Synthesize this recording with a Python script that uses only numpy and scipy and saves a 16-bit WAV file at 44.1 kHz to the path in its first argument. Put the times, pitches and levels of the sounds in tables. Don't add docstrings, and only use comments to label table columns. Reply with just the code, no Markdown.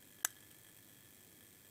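import sys
import numpy as np
from scipy import signal
from scipy.fft import rfft, irfft
from scipy.io import wavfile
from scipy.ndimage import uniform_filter1d

SR = 44100
rng = np.random.default_rng(int(sys.argv[2]) if len(sys.argv) > 2 else 0)


def generate_wav(signal):
    frames = np.transpose(np.atleast_2d(signal))
    scaled = np.clip(frames, -1, 1) * 32767
    pcm = np.round(scaled).astype(np.int16)
    wavfile.write(sys.argv[1], SR, pcm)


N = 74970


def amp(db):
    return 10 ** (np.asarray(db) / 20)


def unit(x):
    return x / np.sqrt(np.mean(x ** 2) + 1e-20)


def read(points, hz):
    f, value = np.transpose(points)
    return np.interp(np.log(hz + 1), np.log(f + 1), value)


def add(mix, s, sound):
    part = mix[max(round(s * SR), 0):][:len(sound)]
    part += sound[:len(part)]


def colour(x, points, size=4096):
    hz = abs(np.fft.fftfreq(size, 1 / SR))
    log_gain = np.log(amp(read(points, hz)))
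    response = np.exp(np.conj(signal.hilbert(log_gain)))
    taps = np.fft.ifft(response).real
    return signal.fftconvolve(x, taps[:size // 2])[:N]


GRAIN_DB = 4.5


def burst(t60, size=2048):
    push, grain = rng.standard_normal((2, size))
    decay_db = -60 * np.arange(size) / SR / t60
    x = push * amp(GRAIN_DB * grain + decay_db)
    return x / np.linalg.norm(x)


def ring(hz, db, t60):
    t = np.arange(SR // 4)[:, None] / SR
    modes = amp(db - 60 * t / t60) * np.sin(2 * np.pi * hz * t)
    return modes.sum(axis=1)


# (t/s, relative level/dB)
LEVER_BLOWS = [(0.24888, 0), (0.24922, -12)]
# (f/Hz, gain/dB)
SNAP_SPECTRUM = [(100, -33.5), (400, -5.5), (720, 3), (1100, 3.5), (1500, -5), (2400, -28.5), (3100, 1),
                 (4500, -8.5), (5200, -11), (6400, 0.5), (7400, 8.5), (8500, -4), (9100, -21), (9900, 3),
                 (11000, -14), (12000, -12), (12600, -5), (13600, 3), (15500, -16)]
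# (f/Hz, relative level under pusher/dB, t60/s, relative level under escapement/dB)
CASE_MODES = [(1279, -51, 0.057, -92), (1637, -21.5, 0.0097, -121), (1747, -49, 0.067, -69.5),
              (1978, -43, 0.048, -75), (2610, -57, 0.027, -84), (3240, -39, 0.0063, -100),
              (3288, -42, 0.022, -63.5), (5730, -33, 0.022, -76.5), (6230, -34.5, 0.035, -77),
              (6650, -40, 0.022, -88), (7350, -64, 0.022, -78.5), (7966, -41.5, 0.06, -78),
              (8420, -49, 0.043, -69), (10920, -43, 0.045, -78.5), (11250, -30.5, 0.012, -64),
              (13730, -34.5, .026, -85)]
# (f/Hz, gain/dB)
RATTLE_SPECTRUM = [(300, -3.5), (700, -19), (1300, 1.5), (2300, -4.5), (3100, 7), (5000, -2.5), (7000, 4.5),
                   (9300, -6.5), (11000, 6.5), (12200, -19), (13800, 2), (15500, -14)]
# (t/s, level before filtering/dB, t60/s, low-pass corner f/Hz)
SOFT_NUDGE = (0.51, -33.5, .06, 3000)
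SNAP_DB, RING_DB = 0.5, 0.5
RING_LAG_S = 0.00059
RATTLE_DB, RATTLE_T60_S = -9, 0.019
BASS_CUT_HZ = 330


def pusher():
    force, case, rattle = np.zeros((3, N))
    for s, db in LEVER_BLOWS:
        add(force, s, amp([SNAP_DB + db]))
    start = LEVER_BLOWS[0][0]
    mode_hz, mode_db, mode_t60, _ = np.transpose(CASE_MODES)
    add(case, start + RING_LAG_S, ring(mode_hz, mode_db + RING_DB, mode_t60))
    add(rattle, start, amp(RATTLE_DB) * burst(RATTLE_T60_S))

    s, db, t60, top_hz = SOFT_NUDGE
    low_pass = signal.butter(1, top_hz, fs=SR)
    add(rattle, s, signal.lfilter(*low_pass, amp(db) * burst(t60)))

    click = colour(force, SNAP_SPECTRUM) + case + colour(rattle, RATTLE_SPECTRUM)
    high_pass = signal.butter(2, BASS_CUT_HZ, "high", fs=SR)
    return signal.lfilter(*high_pass, click)


# (t after beat/s, relative level/dB)
BEAT_CONTACTS = [(-.0017, -5), (.0002, 4), (.0012, -2.5), (.003, -12), (.0044, -6.5)]
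# (f/Hz, relative gain/dB)
TICK_SPECTRUM = [(500, -68), (1500, -21.5), (2450, -6.5), (2850, -13), (4000, -7.5), (4700, -17),
                 (6700, -10), (7400, -2.5), (8600, -3.5), (9500, -5), (10100, -4.5), (10700, -8.5),
                 (12400, -11), (13300, 2.5), (13900, -1.5), (14400, 1.5), (15500, -8)]
# (t/s, level before filtering/dB, high-mode ring offset/dB)
SHARP_TICKS = [(0.2738, -37, 16), (0.305, -38, 14), (0.405, -36, 8.5), (0.4738, -41, 4), (0.514, -27, 6),
               (0.7745, -29.5, -2), (1.075, -44, 3), (1.136, -33, -4), (1.5475, -34, -12)]
# (t/s, ring level offset/dB, tock level relative to tick/dB, mean tuning ratio)
HAND_GRIP = [(0, 1.5, -10, .992), (.17, 2, -10, .992), (.21, 4, -10, .98), (.29, 4.5, -8, .972),
             (.35, 4.5, -8, .978), (.43, 4.5, -8, .99), (.47, -3, -3, 1), (.51, 1, -6, .99),
             (.57, -2, -3, 1), (.69, 1, -5, 1), (.91, -1.5, -2, 1), (1.03, 1.5, -2, 1), (1.08, -2.5, -2, 1),
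             (1.23, -2.5, -2, 1), (1.41, 1, -7, .995), (1.48, -3.5, -2, 1), (1.69, 2, -8, .995)]
SWING_HZ, FIRST_TICK_S, TOCK_AFTER_S = 49.927, 0.0045, 0.0091
TICK_DB, TOCK_DB = -64.5, -1
BEAT_SPREAD_DB, CONTACT_SPREAD_DB, CASE_SPREAD_DB = 0.4, 1.5, 3
BEAT_JITTER_S, CASE_JITTER_S = 0.00012, 0.00027
CONTACT_T60_S = 0.012
CASE_LAG_S, CASE_BUZZ_DB = 0.0016, 0.5
GRIP_TOP_HZ, GRIP_WOBBLE = 4000, 0.007


def escapement():
    force, stray, buzz = np.zeros((3, N))
    hz, _, t60, mode_db = np.transpose(CASE_MODES)
    low = hz < GRIP_TOP_HZ
    chime = ring(hz[~low], mode_db[~low], t60[~low])
    times, *grip = np.transpose(HAND_GRIP)

    for swing in np.arange(FIRST_TICK_S, N / SR, 1 / SWING_HZ):
        grip_db, low_tock_db, tuning = (np.interp(swing, times, column) for column in grip)
        tuning = tuning * (1 + GRIP_WOBBLE * rng.standard_normal())
        hum = ring(hz[low] * tuning, mode_db[low] + grip_db, t60[low])
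        tick = (0, 0, 0)
        tock = (TOCK_AFTER_S, TOCK_DB, low_tock_db)
        for offset, side_db, low_db in (tick, tock):
            s = swing + offset + BEAT_JITTER_S * rng.standard_normal()
            beat_db = side_db + BEAT_SPREAD_DB * rng.standard_normal()
            for after, db in BEAT_CONTACTS:
                contact_db = db + beat_db + CONTACT_SPREAD_DB * rng.standard_normal()
                add(force, s + after, amp(contact_db) * burst(CONTACT_T60_S))
            gain = amp(CASE_BUZZ_DB + CASE_SPREAD_DB * rng.standard_normal())
            ring_time = s + CASE_LAG_S + CASE_JITTER_S * rng.standard_normal()
            case_ring = amp(low_db) * hum + amp(side_db) * chime
            add(buzz, ring_time, gain * case_ring)

    for s, db, chime_db in SHARP_TICKS:
        add(stray, s, amp(db) * burst(CONTACT_T60_S))
        add(buzz, s, amp(chime_db) * chime)
    ticking = amp(TICK_DB) * unit(colour(force, TICK_SPECTRUM))
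    return ticking + colour(stray, TICK_SPECTRUM) + buzz


# (f/Hz, t60/s, relative level/dB)
ROOM_DECAY = [(300, 0.35, 3), (1040, 0.23, 8), (1790, 0.44, 7.5), (5130, 0.32, 12.5), (6500, 0.22, 4),
              (9000, 0.4, 5.5), (14800, 0.1, 9)]
ROOM_DB, ROOM_DELAY_S = -25, 0.011


def room(x, size=256):
    hz, t, z = signal.stft(rng.standard_normal(SR // 2), SR, nperseg=size)
    table = np.array(ROOM_DECAY)
    t60, db = (read(table[:, [0, k]], hz)[:, None] for k in (1, 2))
    tail = signal.istft(z * amp(db - 60 * t / t60), SR, nperseg=size)[1]
    tail = tail * (np.arange(len(tail)) / SR > ROOM_DELAY_S)
    return signal.fftconvolve(x, tail / np.linalg.norm(tail))[:N]


# (f/Hz, relative spectral density level per Hz/dB)
AIR_SPECTRUM = [(20, -19.5), (50, -16.5), (80, -5), (108, 2.5), (150, -3.5), (310, -1.5), (420, -7.5),
                (900, -17), (1400, -19), (2200, -14), (2850, -21.5), (4600, -19.5), (8000, -20.5),
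                (12200, -24), (13600, -17.5), (15500, -24.5)]
AIR_DB = -65.5
WHINE_HZ, WHINE_DB = 15000, -83


def air():
    gain = amp(read(AIR_SPECTRUM, np.fft.rfftfreq(N, 1 / SR)))
    hiss = irfft(rfft(rng.standard_normal(N)) * gain, N)
    whine = np.sin(2 * np.pi * WHINE_HZ * np.arange(N) / SR)
    return amp(AIR_DB) * unit(hiss) + amp(WHINE_DB) * unit(whine)


def scene():
    watch = pusher() + escapement()
    return (watch + amp(ROOM_DB) * room(watch) + air())[None]


# (start t/s, end t/s)
DROPOUT = (.2332, .2455)
EDGE_HZ = 15750


def record(dry):
    t = np.arange(N) / SR
    audible = (t < DROPOUT[0]) | (t > DROPOUT[1])
    gate = uniform_filter1d(1. * audible, size=32)
    low_pass = signal.firwin(255, EDGE_HZ, window=("kaiser", 8), fs=SR)
    return signal.oaconvolve(dry * gate, low_pass[None], "same")


dry = scene()
out = record(dry)
generate_wav(out)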